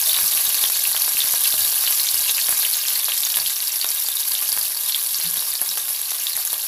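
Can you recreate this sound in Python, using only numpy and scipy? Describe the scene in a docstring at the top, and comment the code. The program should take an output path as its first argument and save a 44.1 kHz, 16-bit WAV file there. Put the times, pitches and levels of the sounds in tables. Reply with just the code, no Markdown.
"""A kitchen: chopped chillies and seeds fry in hot oil in a deep pan, a small microphone held above it.
Steam bubbles burst as a dense fizz of tiny snaps; larger ones ring at their own pitch in the bowl.
Oil spits snap and crack; brief one-sided low bumps stand for uneven overload of the microphone.
Behind them lie short echoes of pan and walls and a smooth wash of countless far bursts.
Far thuds in the house stir low tones of the kitchen."""
import sys
import numpy as np
from scipy import signal
from scipy.io import wavfile
from scipy.ndimage import uniform_filter1d

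SR = 44100
rng = np.random.default_rng(int(sys.argv[2]) if len(sys.argv) > 2 else 0)


def invert_db(level):
    """Linear amplitude ratio for a level in decibels (20 dB per decade), elementwise."""
    return 10 ** (np.asarray(level, dtype=float) / 20)


def log_audio(samples):
    """Write samples as a 16-bit WAV file to the path given in sys.argv[1]."""
    # one column per channel
    frames = np.atleast_2d(samples).T
    # limit to full scale, then quantise
    limited = np.clip(frames, -1, 1)
    pcm = np.round(limited * 32767).astype(np.int16)
    wavfile.write(sys.argv[1], SR, pcm)


N = 294494

# How hard the oil boils: time_s, fizz_level_db, ringing_bubbles_level_db
BOIL = [(0.0, -19.5, -26.5), (1.08, -22, -27.5), (1.56, -19, -27.5), (2.2, -21, -25.5), (2.6, -21.5, -26),
        (3.85, -24.5, -30.5), (4.43, -23.5, -31), (4.7, -24.5, -33), (5.24, -25, -30.5), (5.8, -25.5, -33),
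        (6.3, -25.5, -31), (6.68, -25.5, -34)]
# Colour of a snap at the microphone, which rings near its top: frequency_hz, relative_level_db
SNAP_COLOUR = [(180, -34), (300, -27.5), (985, -7.5), (1200, -17), (1300, -13.5), (1620, -7), (1970, -12.5),
               (3810, -7), (8560, -2.5), (11300, 13), (13200, 4), (15500, -4.5)]


def evened(x):
    """Scales to rms 1."""
    return x / np.sqrt(np.mean(x ** 2) + 1e-20)


def read(points, hz):
    """Reads a spectrum on a log-frequency axis."""
    f, value = np.transpose(points)
    return np.interp(np.log(hz + 1), np.log(f + 1), value)


def curve(table, index):
    """One column of a curve table at every sample."""
    rows = np.array(table)
    return np.interp(np.arange(N) / SR, rows[:, 0], rows[:, index])


def add(mix, s, sound):
    """Mixes a sound in at s seconds."""
    part = mix[round(s * SR):][:len(sound)]
    part += sound[:len(part)]


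def causal(db_of, size=4096):
    """The shortest causal (minimum-phase) response with a given colour."""
    hz = abs(np.fft.fftfreq(size, 1 / SR))
    log_gain = np.log(invert_db(np.maximum(db_of(hz), -100)))
    spectrum = np.exp(np.conj(signal.hilbert(log_gain)))
    return np.fft.ifft(spectrum).real[:size // 2]


def clumps(seconds):
    """Bursts set each other off: a chance curve of rms 1 that all sizes of bubble share."""
    return evened(uniform_filter1d(rng.standard_normal(N), max(int(seconds * SR), 2)))


def bursts(clump, per_s, spread_db, clump_db):
    """Random clicks, a few large, denser where the clump curve is high."""
    chance = rng.random(N)
    size = np.minimum(rng.exponential(1, N), 3.5)
    sign = rng.choice([-1., 1.], N)
    happens = chance < per_s / SR * invert_db(clump_db * clump)
    return sign * invert_db(spread_db * size) * happens


def ring(hz, u):
    """One bubble, peak 1: a sudden tone that dies in a few cycles; large low ones just crack."""
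    # the three chances u vary the ring's length, its glide and its starting phase
    cycles = 3.8 * (hz / 4000) ** 0.35 * np.exp(0.2 * u[0]) / (1 + (2100 / hz) ** 3)
    turns = hz * np.arange(400) / SR
    tone = np.sin(2 * np.pi * turns * (1 + 0.003 * u[1] * turns) + 0.3 * u[2])
    rise = 1 - np.exp(-turns / (0.02 * cycles ** 2))
    motion = tone * rise * np.exp(-turns / cycles)
    sound = np.diff(motion, prepend=0)  # sound follows the change of the motion
    return sound / abs(sound).max()


def swarm(train, lo_hz, hi_hz, count=24):
    """Each click of a train rings one of many bubble sizes, coloured by bowl and microphone."""
    out = np.zeros(N)
    kind = rng.integers(0, count, N)
    pitches = np.geomspace(lo_hz, hi_hz, count)
    chances = rng.standard_normal((count, 3))
    for k, (hz, u) in enumerate(zip(pitches, chances)):
        one = invert_db(read(SNAP_COLOUR, hz) + bowl_db(hz)) * ring(hz, u)
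        out += signal.oaconvolve(train * (kind == k), one)[:N]
    return evened(out)


def fizz(clump):
    """The finest bubbles ring at the top; bare ticks of tearing film cover the whole band."""
    fine_train = bursts(clump, per_s=300, spread_db=5.5, clump_db=3.0)
    fine = swarm(fine_train, lo_hz=10140, hi_hz=14900)
    tick = causal(lambda hz: read(SNAP_COLOUR, hz))
    tick_train = bursts(clump, per_s=600, spread_db=4.0, clump_db=5.0)
    ticks = evened(signal.oaconvolve(tick_train, tick)[:N])
    return invert_db(curve(BOIL, index=1)) * (invert_db(-11.5) * fine + invert_db(-4.0) * ticks)


def bubbles(clump):
    """Larger bubbles: many small ones at random, the loudest at their moments."""
    # The loudest ringing bubbles, each at its own pitch: start_s, level_db, pitch_hz
    pops = [(0.0944, -8, 3770), (0.1431, -7.5, 3580), (0.165, -9.5, 3730), (0.171, -6, 1830),
            (0.1878, -13, 1620), (0.2587, -15, 4650), (0.2793, -9, 5700), (0.3739, -12, 2710),
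            (0.47, -13, 3850), (0.5038, -15, 2840), (0.6391, -6, 3420), (0.6558, -9, 3320),
            (0.8529, -7.5, 2670), (0.9648, -10.5, 3190), (1.0193, -9, 4600), (1.1701, -13, 2630),
            (1.2046, -5, 3750), (1.2188, -7, 3450), (1.3494, -11, 5740), (1.4462, -9, 3500),
            (1.456, -10.5, 2900), (1.5046, -12, 4900), (1.5247, -8.5, 3630), (1.6077, -13, 3840),
            (1.6472, -10.5, 3760), (1.8663, -7.5, 3980), (1.8764, -9.5, 2950), (1.9974, -9.5, 4000),
            (2.0691, -11, 3720), (2.0878, -7, 4260), (2.1437, -10.5, 5000), (2.295, -9, 3500),
            (2.3817, -8.5, 2630), (2.4148, -8.5, 4360), (2.4432, -11.5, 4200), (2.6502, -9, 3000),
            (2.7445, -13, 3500), (2.8832, -12.5, 4130), (2.9573, -15, 4270), (3.0918, -12, 3360),
            (3.12, -8.5, 3000), (3.2339, -7.5, 3700), (3.2507, -8, 6560), (3.3427, -7.5, 3160),
            (3.3711, -10.5, 3650), (3.4004, -10, 4600), (3.4618, -9, 3300), (3.4979, -11.5, 3840),
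            (3.56, -12, 5700), (3.604, -9, 4300), (3.673, -9.5, 4970), (3.7215, -12, 5730),
            (3.8134, -7, 4350), (3.8446, -10, 3600), (3.889, -8, 5720), (3.9168, -13.5, 4640),
            (4.0637, -13, 4600), (4.087, -15, 3760), (4.3189, -10, 4460), (4.3513, -10.5, 3500),
            (4.3739, -18, 3680), (4.4936, -12.5, 4760), (4.5196, -7, 4670), (4.614, -10, 4600),
            (4.6547, -13.5, 4230), (4.7723, -13.5, 4730), (4.896, -11, 3400), (4.9228, -9.5, 4100),
            (4.9464, -5.5, 3370), (5.1445, -11.5, 4400), (5.186, -10, 6570), (5.2644, -16, 4400),
            (5.3938, -14, 4260), (5.5181, -12.5, 4660), (5.5537, -11, 4390), (5.578, -17, 4960),
            (5.6906, -9, 5400), (5.7128, -16, 4000), (5.7736, -18.5, 3170), (5.948, -19.5, 4050),
            (6.1068, -13.5, 6200), (6.1177, -18, 3810), (6.2688, -6.5, 3600), (6.3324, -14, 4350),
            (6.4746, -11, 6700), (6.5418, -17, 3400)]
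    train = bursts(clump, per_s=1000, spread_db=4.5, clump_db=2.5)
    small = swarm(train, lo_hz=1890, hi_hz=8290, count=36)
    out = invert_db(curve(BOIL, index=2) - 2.5) * small
    for (s, db, hz), u in zip(pops, rng.standard_normal((len(pops), 3))):
        add(out, s, invert_db(db) * ring(hz, u))
    return out


def spits(clump):
    """Each spit is one bare snap over the whole band and a crack with a hard edge; small ones come at random."""
    # Oil spits, the large ones with a low crack under the snap: start_s, snap_level_db, crack_level_db
    large_spits = [(0.1438, -9, -19), (0.1707, -12, -14), (0.1887, -9, -9), (0.2154, -10, -16),
                   (0.243, -2, -19), (0.261, -4, -27), (0.3499, 3, -21), (0.4514, 2, -28),
                   (0.4655, -17, -16), (0.4925, 0, -36), (0.64, -5, -13), (0.7002, -3, -10),
                   (0.8422, -4, -25), (0.874, 2, -26), (0.9473, -10, -7.5), (1.0216, 6, -32),
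                   (1.0795, -11, -10.5), (1.187, -2, -37), (1.2464, -13, -20), (1.2978, -11, -24),
                   (1.3387, -5, -9.5), (1.4084, -1, -32), (1.4368, -11, -34), (1.5043, -8, -30),
                   (1.5404, -6, -11), (1.5927, 1, -25), (1.621, -11, -12), (1.839, -6, -9),
                   (1.8758, -9, -9), (1.909, 0, -32), (2.0327, 0, -40), (2.1437, 3, -20), (2.3134, 0, -32),
                   (2.4857, -7, -8), (2.2953, -10, -10), (2.3815, -14, -20), (2.4924, 6, -17),
                   (2.5073, 2, -30), (2.5263, -14, -11), (2.5353, -9, -20), (2.597, 2.5, -34),
                   (2.7691, -2, -29), (3.0837, -9, -12), (3.2055, -1, -35), (3.2692, -9, -10),
                   (3.3588, -1, -29), (3.37, 2, -24), (3.371, -3, -2.5), (3.388, -18, -7), (3.8452, -7, -4),
                   (3.905, 0.5, -34), (3.949, -3, -36), (4.0009, -2, -44), (4.087, 0, -19),
                   (4.3426, -4, -30), (4.423, -20, -12), (4.4255, -3, -22), (4.4901, 2, -21),
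                   (4.528, 5, -35), (4.566, -2, -13), (4.575, -16, -7.5), (4.6814, -6, -26),
                   (4.9608, -1.5, -45), (5.028, -5, -35), (5.038, -6, -35), (5.072, -7, -42),
                   (5.2002, -8, -15), (5.265, -6, -29), (5.3117, -2, -29), (5.3416, -2, -19),
                   (5.3703, -1, -13), (5.4234, -10, -11.5), (5.5387, -3, -30), (5.6158, 6.5, -12),
                   (5.7742, -9, -11), (5.8826, -16, -14), (6.0158, -2, -32), (6.118, -17, -9.5),
                   (6.19, -15, -24), (6.3544, -8, -20), (6.367, 2, -34), (6.3758, -10, -7),
                   (6.4515, 1, -37), (6.5306, 2, -9.5), (6.5808, -5, -34)]
    crack_hz, crack_low_hz = 954, 455  # pitch, and the corner below which it is too small to sound
    edge_s, edge_db = 0.00003, 3  # the crack starts with a hard edge

    snap = causal(lambda hz: read(SNAP_COLOUR, hz))
    snap = snap[:400] / abs(snap).max()
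    t = np.arange(400) / SR
    edge = invert_db(edge_db) * (1 - t / edge_s) * np.exp(-t / edge_s)
    high_pass = signal.butter(2, crack_low_hz, "high", fs=SR)
    cracks = [signal.lfilter(*high_pass, ring(crack_hz, u) + edge)
              for u in rng.standard_normal((len(large_spits), 3))]

    train = bursts(clump, per_s=40, spread_db=3.5, clump_db=4.5)
    small = signal.oaconvolve(train, cracks[0] + invert_db(7.5) * snap)[:N]
    out = invert_db(curve(BOIL, index=1) - 16) * evened(small)
    for (s, snap_db, crack_db), crack in zip(large_spits, cracks):
        add(out, s, invert_db(snap_db) * snap + invert_db(crack_db) * crack)
    return out


def overload_bumps():
    """Brief one-sided low bumps from uneven overload of the microphone, their slowest part filtered off."""
    # Low bumps: start_s, level_db
    bumps = [(0.2142, -29), (0.35, -26.5), (0.4787, -29), (0.7006, -35), (0.875, -44), (1.15, -30),
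             (1.2464, -29), (1.3389, -26), (1.5409, -25), (1.8803, -36), (2.492, -24), (2.5262, -28),
             (3.3712, -26), (4.5678, -36), (5.191, -35), (5.38, -31.5), (5.6159, -23), (6.3543, -34),
             (6.5306, -34)]
    out = np.zeros(N)
    u = np.arange(200) / SR / 0.0002  # a fifth of a millisecond to the top
    for s, db in bumps:
        add(out, s, invert_db(db) * u * np.exp(1 - u))
    return signal.lfilter(*signal.butter(1, 40, "high", fs=SR), out)


def echoes(x):
    """Sparse taps of random sign; each band dies at its own speed; three tails take turns."""
    # Decay between pan and walls: frequency_hz, t60_s
    decay = [(500, 0.25), (2000, 0.15), (5000, 0.078), (12000, 0.12)]
    out, size = np.zeros(N), SR // 4
    for k in range(3):
        taps = np.zeros(size)
        at = np.arange(60, size - 20, 20)
        taps[at + rng.integers(0, 20, len(at))] = rng.choice([-1., 1.], len(at))
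        hz, t, z = signal.stft(taps, SR, nperseg=64)
        fade = invert_db(-60 * t / read(decay, hz)[:, None])
        tail = signal.istft(z * fade, SR, nperseg=64)[1]
        turn = np.sqrt(2 / 3) * np.cos(np.pi * (np.arange(N) / SR * 7 + k / 3))
        out += signal.oaconvolve(x * turn, tail / np.linalg.norm(tail))[:N]
    return out


def wash():
    """Smooth sizzle of far bursts: noise with drifting patches and flicker shared across bands."""
    # Colour of countless far bursts and their echoes: frequency_hz, relative_level_db
    colour = [(30, -23), (70, -17.5), (150, -19.5), (260, -23), (420, -12.5), (700, -11), (1170, -1.5),
              (1320, -14), (1620, -2), (2000, -11.5), (4300, 1), (8550, 0.5), (11400, 11.5), (15600, 3.5)]
    # Lift of the wash below the corner against the rest of it: time_s, lift_db
    low_lift = [(0.0, 1), (0.5, 3), (1.2, -1.5), (2.2, -1), (3.0, -0.5), (3.9, -4), (4.5, 0.5), (5.0, -3),
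                (5.4, 4), (6.0, 2.5), (6.68, 2)]
    corner_hz = 800

    frames, hz = N // 256 + 5, np.fft.rfftfreq(1024, 1 / SR)
    a, b, patches = rng.standard_normal((3, 513, frames))
    patches = evened(uniform_filter1d(uniform_filter1d(patches, 14, 0), 3, 1))  # over bands, then time
    flicker = evened(uniform_filter1d(rng.standard_normal(frames), 2))
    frame_s = (np.arange(frames) - 2) * 256 / SR
    lows = np.interp(frame_s, *np.transpose(low_lift)) / (1 + (hz[:, None] / corner_hz) ** 4)
    level_db = read(colour, hz)[:, None] + lows + 2.03 * patches + 1.7 * flicker
    z = (a + 1j * b) * invert_db(level_db)
    sizzle = signal.istft(z, nperseg=1024, noverlap=768)[1][:N]
    return invert_db(curve(BOIL, index=1) - 2) * evened(sizzle)


def bowl_db(hz):
    """The air in the deep pan lifts a few narrow bands."""
    # Resonances of the bowl: frequency_hz, width_hz, lift_db
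    resonances = [(625, 22, 9.5), (768, 29, 3.5), (1192, 31, 5.5), (1637, 32, 6.5), (2860, 28, 9.5),
                  (3810, 140, 6.5), (4600, 350, 5), (5604, 310, 5)]
    return sum(lift / (1 + (2 * (hz - f) / width) ** 2) for f, width, lift in resonances)


def kitchen():
    """Each far thud swells fast and fades on the low tones of the kitchen, blurred by chance."""
    # Far thuds: start_s, low_tone_level_db, high_tone_level_db, length_s
    thuds = [(0.2, -54, -50.5, 0.07), (0.86, -61, -61, 0.12), (1.516, -54, -55.5, 0.2),
             (2.09, -58, -63, 0.18), (2.472, -68, -67, 0.22), (3.351, -59, -57, 0.15),
             (3.71, -74, -65, 0.07), (4.108, -67, -77, 0.09), (4.52, -65, -66, 0.23),
             (5.22, -60, -45, 0.12), (5.659, -72, -61, 0.093)]
    # One brief higher hum: start_s, pitch_hz, level_db, length_s
    hum = [(5.735, 358, -55, 0.09)]
    low_hz, high_hz = 97.7, 169  # what the kitchen booms with
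    sub_hz, sub_db = 66, -10  # a deeper tone goes with the low one, this far against it

    booms = []
    for s, low_db, high_db, length in thuds:
        booms.append((s, low_hz, low_db, length))
        booms.append((s, high_hz, high_db, length))
        booms.append((s, sub_hz, low_db + sub_db, length))

    out = np.zeros(N)
    for s, hz, db, length in booms + hum:
        t = np.arange(0, 3 * length, 1 / SR)
        a, b = (evened(uniform_filter1d(v, int(SR / 40))[:len(t)]) for v in rng.standard_normal((2, SR)))
        blurred = ((1 + 0.42 * (a + 1j * b)) * np.exp(2j * np.pi * hz * t)).real
        u = t / (0.45 * length)  # the swell is at its top where u is 1
        swell = (u * np.exp(1 - u)) ** 2.5
        add(out, s, invert_db(db) * swell * evened(blurred))
    return out


def scene():
    """Bursts, then their echoes and the wash coloured by the bowl, with the bumps and the low tones."""
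    clump = clumps(seconds=0.008)
    near = fizz(clump) + bubbles(clump) + spits(clump)
    far = signal.oaconvolve(invert_db(-7.0) * echoes(near) + wash(), causal(bowl_db))[:N]
    return (near + far + overload_bumps() + kitchen())[None]


def roll_off(x):
    """The treble ends steeply here."""
    return signal.sosfilt(signal.butter(12, 16680, fs=SR, output="sos"), x)


def record(dry):
    """At the microphone the loudest peaks round off and the band ends sharply."""
    soft = np.tanh(dry * 1.167) / 1.11
    low_pass = signal.firwin(801, 15560, fs=SR)  # band edge in Hz
    cut = signal.oaconvolve(soft, low_pass[None], "same")
    return roll_off(cut)


dry = scene()
out = record(dry)
log_audio(out)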